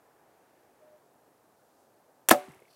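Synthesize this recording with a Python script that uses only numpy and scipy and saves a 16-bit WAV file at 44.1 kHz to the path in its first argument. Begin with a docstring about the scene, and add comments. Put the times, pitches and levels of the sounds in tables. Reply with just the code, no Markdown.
"""Quiet meadow, one microphone: far wind in trees over microphone hiss, nearer 1-2 kHz wind noise that swells and dies
down, one coo of a far dove, then a light rustle of leaves, all shaped noise but the sine coo. A compound bow goes
off: its release aid clicks (ringing modes), the string whistles forward (gliding sine) and slaps its stop, limbs
and cables ring (decaying modes) under bursts of hiss. A loose part then rattles (taps and noise ticks), the bow
bumps in the hand (falling sines), and last some gear squeaks (narrow noise)."""
import sys
import numpy as np
from scipy import signal
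from scipy.fft import rfft, irfft
from scipy.io import wavfile
from scipy.ndimage import uniform_filter1d

SR = 44100
rng = np.random.default_rng(int(sys.argv[2]) if len(sys.argv) > 2 else 0)


def store_pcm(level_fs):
    """Save levels as 16-bit WAV."""
    pcm = np.round(np.clip(level_fs, -1, 1) * 32767).astype(np.int16)
    wavfile.write(sys.argv[1], SR, np.atleast_2d(pcm).T)


N = 121275
T = np.arange(N) / SR  # s

# clicks of the release aid: t/s, level/dB, tilt/(dB per octave, about 6 kHz)
CLICKS = [(2.2868, -19.5, -1), (2.288, -6.5, 2.5), (2.2879, -12, -1), (2.2934, -5, 2), (2.2935, -8, -1.5),
          (2.2956, -27, -8)]
# modes of the release aid, before the common pitch factor in ring(): f/Hz, level/dB, t60/s
RELEASE_MODES = [(700, -16, 0.0033), (1920, -9, .003), (3760, -7, .003), (4600, -10.5, 0.0023),
                 (6060, -2, 0.0037), (7000, -22, .04), (7670, -3.5, 0.0036), (8900, -4, .003),
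                 (10500, -8, 0.0033), (10960, -30, .04), (12600, -2.5, .004), (15100, -11, .0025)]
# blows of string and cables on their stops: t/s, level/dB, contact/s
BLOWS = [(2.3103, -13.5, .0002), (2.3114, -7, 0.0002), (2.3133, -2.5, .0001), (2.3162, -8, .00015),
         (2.3201, -9.5, 0.00043), (2.3255, -8, .0004), (2.338, -18, .0005), (2.346, -23, 0.00027)]
# short modes of limbs and riser, before the pitch factor: f/Hz, level/dB, t60/s
LIMB_MODES = [(264, -12, 0.041), (341, -9, 0.036), (520, -13.5, 0.036), (669, -13, .03),
              (777.5, -7.5, 0.041), (841, -7.5, 0.057), (950, -12, 0.035), (1057, -8.5, 0.018),
              (1186, -9, .015), (1266, -2.5, 0.022), (1520, -13.5, .015), (1690, -4, 0.018)]
# string and cables humming on, before the pitch factor: f/Hz, level/dB, t60/s, rise/s
CABLE_MODES = [(152, -29, 0.13, 0.0053), (266.6, -28, .2, .01), (385, -35, 0.48, .06),
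               (512, -13.5, .11, .02), (543.2, -17.5, .12, .02), (588, -1.5, 0.14, .04),
               (741, -18.5, 0.22, 0.011), (785, -17.5, 0.13, 0.008), (881.6, -24, 0.11, 0.03),
               (1214, -40.5, 0.16, .01)]
# layers of hiss around the shot: start t/s, rise/s, level/dB, t60/s, centre f/Hz, one-pass width/Hz
HISS_LAYERS = [(2.3085, .0025, -14, .022, 12500, 6000), (2.305, .006, -17, 0.061, 7000, 11000),
               (2.311, .004, -33, 0.16, 9000, 14000), (2.311, .003, -24.5, .1, 1400, 1800),
               (2.32, .02, -52, .8, 1600, 2600), (2.32, .02, -59.5, .9, 9000, 7000),
               (2.32, .02, -43.5, 0.61, 600, 1100), (2.287, .001, -28, .1, 5000, 18000),
               (2.295, .012, -31.5, .05, 1800, 2200)]
# low taps of a loose part: t/s, level/dB
TAPS = [(2.4104, -50.5), (2.4324, -48), (2.4594, -50), (2.5097, -49.5), (2.5356, -50), (2.5624, -58),
        (2.5915, -53), (2.6224, -53), (2.6524, -52), (2.6798, -53)]
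# modes of that part, before each tap's own pitch scatter: f/Hz, level/dB, t60/s
TAP_MODES = [(2079, 1.5, 0.019), (2525, -1.5, 0.0124)]
# bright ticks of the same rattle: t/s, level/dB
TICKS = [(2.4054, -56), (2.4524, -57), (2.4922, -51), (2.5199, -52), (2.5461, -51), (2.5734, -64),
         (2.6024, -57), (2.6335, -61), (2.7274, -58)]
# noise bands of a tick: f/Hz, one-pass width/Hz, level/dB
TICK_BANDS = [(5500, 1500, -14), (8800, 2300, -9), (11400, 2500, -7)]
# bumps of the bow in the hand: t/s, level/dB, start f/Hz, end f/Hz, t60/s
BUMPS = [(2.482, -43, 400, 140, 0.11), (2.492, -54, 110, 85, 0.075), (2.498, -48.5, 298, 145, 0.0366),
         (2.564, -56, 130, 120, 0.046), (2.62, -46, 590, 240, 0.027)]
# strokes of a thin squeaky scrape of gear: t/s, length/s, level/dB
STROKES = [(2.66, 0.076, -78.5), (2.70, 0.025, -74), (2.727, .015, -69), (2.738, .03, -69)]
# resonances of the scrape: f/Hz, one-pass width/Hz, level/dB
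SQUEAK_BANDS = [(4450, 326, 0.5), (5000, 800, -4), (5720, 400, -6), (12320, 300, -10.5), (3000, 3000, -0.5),
                (9500, 6500, -2.5)]
# light rustle of leaves in the treble: t/s, level/dB
RUSTLE = [(1.35, -100), (1.6, -85), (1.82, -78), (1.95, -96)]
# wind in the 1-2 kHz range that swells a little, then dies down: t/s, level/dB
WIND = [(0, -80.5), (.45, -75.5), (1, -78.5), (1.3, -93)]
# spectrum of the meadow, relative (its overall level is set below): f/Hz, level/(dB per Hz)
MEADOW_SPECTRUM = [(18, -63), (30, -33.5), (118, -7), (199, -9), (239, -4.5), (437, -1), (780, -1.5),
                   (1070, -8), (1760, -14.5), (2060, -20), (3310, -25), (13700, -23.5), (16000, -28.5)]

WHISTLE_S, WHISTLE_LENGTH_S = 2.3045, 0.0069
WHISTLE_FROM_HZ, WHISTLE_TO_HZ = 1900, 4100
WHISTLE_END_DB, WHISTLE_SWELL_DB = -16.5, 6.5
CABLES_S, CABLES_WAVER_DB = 2.312, 1.5
RELEASE_CUT_HZ, LIMBS_CUT_HZ = 610, 203  # small bodies radiate little below these
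TAP_RISE_S, TAP_SCATTER, TICK_T60_S = .0008, .04, 0.01  # scatter: relative spread of pitch
BUMP_GLIDE_S = 0.0043  # time constant of the pitch drop
BOW_CUT_HZ, BUMP_CUT_HZ = 84, 62
COO_S, COO_LENGTH_S, COO_EDGE_S = .803, 0.18, 0.0106
COO_START_HZ, COO_SAG_HZ_PER_S = 616, 57
COO_DB, COO_WAVER_DB, COO_THROB_HZ, COO_THROB_DB = -60, 1.5, 18, 2.5
RUSTLE_HZ, RUSTLE_WIDTH_HZ = 6500, 8200
WIND_HZ, WIND_WIDTH_HZ = 1600, 1500
MEADOW_DB, SWELL_DB, FLICKER_DB = -64.5, .5, 1
OPENING_DB, OPENING_S = 0.5, .2  # extra level at the start and its time constant
TOP_HZ = 15900


def release_clicks():
    """The small body of the release aid rings at each click, tilted duller or brighter."""
    clicks = sum(undb(db) * ring(s, RELEASE_MODES, tilt_db=tilt) for s, db, tilt in CLICKS)
    return high(clicks, RELEASE_CUT_HZ)


def string_whistle():
    """The string sings higher and louder as it speeds through the air."""
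    progress = np.clip((T - WHISTLE_S) / WHISTLE_LENGTH_S, 0, 1)
    hz = WHISTLE_FROM_HZ + (WHISTLE_TO_HZ - WHISTLE_FROM_HZ) * progress
    edge = np.clip(np.minimum(progress, 1 - progress) / .15, 0, 1)
    gain = undb(WHISTLE_END_DB + WHISTLE_SWELL_DB * (progress - 1))
    return gain * edge * np.sin(2 * np.pi * np.cumsum(hz) / SR)


def limb_blows():
    """String and cables strike their stops and set limbs and riser ringing."""
    blows = sum(undb(db) * ring(s, LIMB_MODES, contact=contact) for s, db, contact in BLOWS)
    return high(blows, LIMBS_CUT_HZ)


def cable_hum():
    """String and cables take up the swing and hum on, each mode wavering in level."""
    out = 0
    for hz, db, t60, rise in CABLE_MODES:
        waver = undb(CABLES_WAVER_DB * walk(40))
        out = out + ring(CABLES_S, [(hz, db, t60)], rise=rise) * waver
    return out


def shot_hiss():
    """Bursts of noise stand for string, arrow and field echoes: each rises, then decays."""
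    out = 0
    for s, rise, db, t60, hz, width in HISS_LAYERS:
        onset = np.clip((T - s) / rise, 0, 1) ** 2
        decay = fall(np.abs(T - s - rise), t60)  # highest where the rise ends
        out = out + undb(db) * onset * decay * band(hz, width)
    return out


def rattle():
    """A loose part: ringing taps, each a little off in pitch, and short ticks of noise."""
    taps = 0
    for s, db in TAPS:
        stretch = 1 + TAP_SCATTER * rng.standard_normal()
        taps = taps + undb(db) * ring(s, TAP_MODES, rise=TAP_RISE_S, stretch=stretch)
    tick_env = sum(undb(db) * fall(T - s, TICK_T60_S) for s, db in TICKS)
    return taps + tick_env * bands(TICK_BANDS)


def bumps():
    """Soft thuds of the bow in the hand: decaying sines that drop in pitch."""
    out = 0
    for s, db, from_hz, to_hz, t60 in BUMPS:
        t = np.maximum(T - s, 0)
        glide_turns = (from_hz - to_hz) * BUMP_GLIDE_S * (1 - np.exp(-t / BUMP_GLIDE_S))
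        out = out + undb(db) * fall(T - s, t60) * np.sin(2 * np.pi * (to_hz * t + glide_turns))
    return out


def squeak():
    """Gear scrapes: half-sine strokes of noise in several resonances."""
    env = sum(undb(db) * np.sin(np.pi * np.clip((T - s) / length, 0, 1)) for s, length, db in STROKES)
    return env * bands(SQUEAK_BANDS)


def dove():
    """Far off, one soft, throbbing, slightly sagging sine note."""
    t = T - COO_S
    throb = -COO_THROB_DB * np.cos(2 * np.pi * COO_THROB_HZ * t)
    level = undb(COO_DB + COO_WAVER_DB * walk(30.6) + throb)
    edge = np.clip(np.minimum(t, COO_LENGTH_S - t) / COO_EDGE_S, 0, 1)
    turns = COO_START_HZ * t - COO_SAG_HZ_PER_S * t ** 2 / 2
    return np.sqrt(2) * edge * level * np.sin(2 * np.pi * turns)


def rustle():
    """A brief airy swell of leaves: broad treble noise."""
    return curve(RUSTLE) * band(RUSTLE_HZ, RUSTLE_WIDTH_HZ)


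def wind_lull():
    """Wind in the 1-2 kHz range, a band of noise that swells a little, then dies down."""
    return curve(WIND) * band(WIND_HZ, WIND_WIDTH_HZ)


def meadow():
    """Far wind in trees over microphone hiss; low bands swell and flicker, a little louder at first."""
    f = np.maximum(np.fft.rfftfreq(N, 1 / SR), 1)
    table_hz, table_db = np.transpose(MEADOW_SPECTRUM)
    shape = undb(np.interp(np.log(f), np.log(table_hz), table_db))
    spec = rfft(rng.standard_normal(N)) * shape
    swell = SWELL_DB * walk(1.5) + OPENING_DB * np.exp(-T / OPENING_S)
    out = 0
    for octave in np.arange(4., 15.):  # overlapping bands centred on 2 ** octave Hz
        part = irfft(spec * np.clip(1 - np.abs(np.log2(f) - octave), 0, 1), N)
        windy = 1 / (1 + (2 ** octave / 2500) ** 2)  # the hiss on top stays steadier
        out = out + part * undb(windy * (swell + FLICKER_DB * walk(13)))
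    return unit(out) * undb(MEADOW_DB)


def ring(start, modes, tilt_db=0., contact=0., rise=1e-5, stretch=0.9928):
    """One blow on a set of modes; longer contact dulls the high ones, stretch scales every pitch."""
    out = np.zeros(N)
    i = int(start * SR)
    for hz, db, t60 in modes:
        t = np.maximum(T[i:i + int(1.5 * t60 * SR)] - start, 0)
        dulling = np.hypot(1, 2 * np.pi * hz * contact)
        gain = undb(db + tilt_db * np.log2(hz / 6000)) / dulling
        env = (1 - np.exp(-t / rise)) ** 2 * fall(t, t60)
        out[i:i + len(t)] += gain * env * np.sin(2 * np.pi * hz * stretch * t)
    return out


def fall(t, t60):
    """Exponential decay by 60 dB in t60, from t = 0; silent before."""
    return (t >= 0) * np.exp(-np.log(1000) * np.maximum(t, 0) / t60)


def band(hz, width_hz):
    """Noise through one resonance twice, rms 1; the second pass narrows it."""
    b, a = signal.iirpeak(hz, hz / width_hz, fs=SR)
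    once = signal.lfilter(b, a, rng.standard_normal(N))
    return unit(signal.lfilter(b, a, once))


def bands(table):
    """Sum of noise bands at their levels."""
    return sum(undb(db) * band(hz, width) for hz, width, db in table)


def walk(rate):
    """Random levels drawn at rate/Hz, smoothed twice, spread near 1."""
    k = int(SR / rate)
    steps = np.repeat(rng.standard_normal(N // k + 1), k)
    return 1.3 * uniform_filter1d(uniform_filter1d(steps, k), k)[:N]


def curve(points):
    """Gain over time from t/s, level/dB points."""
    t, db = np.transpose(points)
    return undb(np.interp(T, t, db))


def high(x, hz):
    """Second-order high-pass."""
    return signal.sosfilt(signal.butter(2, hz, "high", fs=SR, output="sos"), x)


def undb(db):
    """dB to gain."""
    return 10 ** (np.asarray(db) / 20)


def unit(x):
    """Scale to rms 1."""
    return x / np.sqrt(np.mean(x ** 2))


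def scene():
    """Everything at one microphone; the bow radiates no deep bass."""
    shot = release_clicks() + string_whistle() + limb_blows() + cable_hum() + shot_hiss()
    bow = high(high(shot + rattle(), BOW_CUT_HZ), BOW_CUT_HZ)
    thuds = high(high(bumps(), BUMP_CUT_HZ), BUMP_CUT_HZ)
    background = dove() + rustle() + wind_lull() + meadow()
    return (bow + thuds + squeak() + background)[None]


def record(dry):
    """Peaks clip just under full scale, then a steep low-pass cuts the top."""
    clipped = np.clip(dry, -.98, .98)
    return signal.sosfilt(signal.ellip(10, .2, 60, TOP_HZ, fs=SR, output="sos"), clipped)


dry = scene()
out = record(dry)
store_pcm(out)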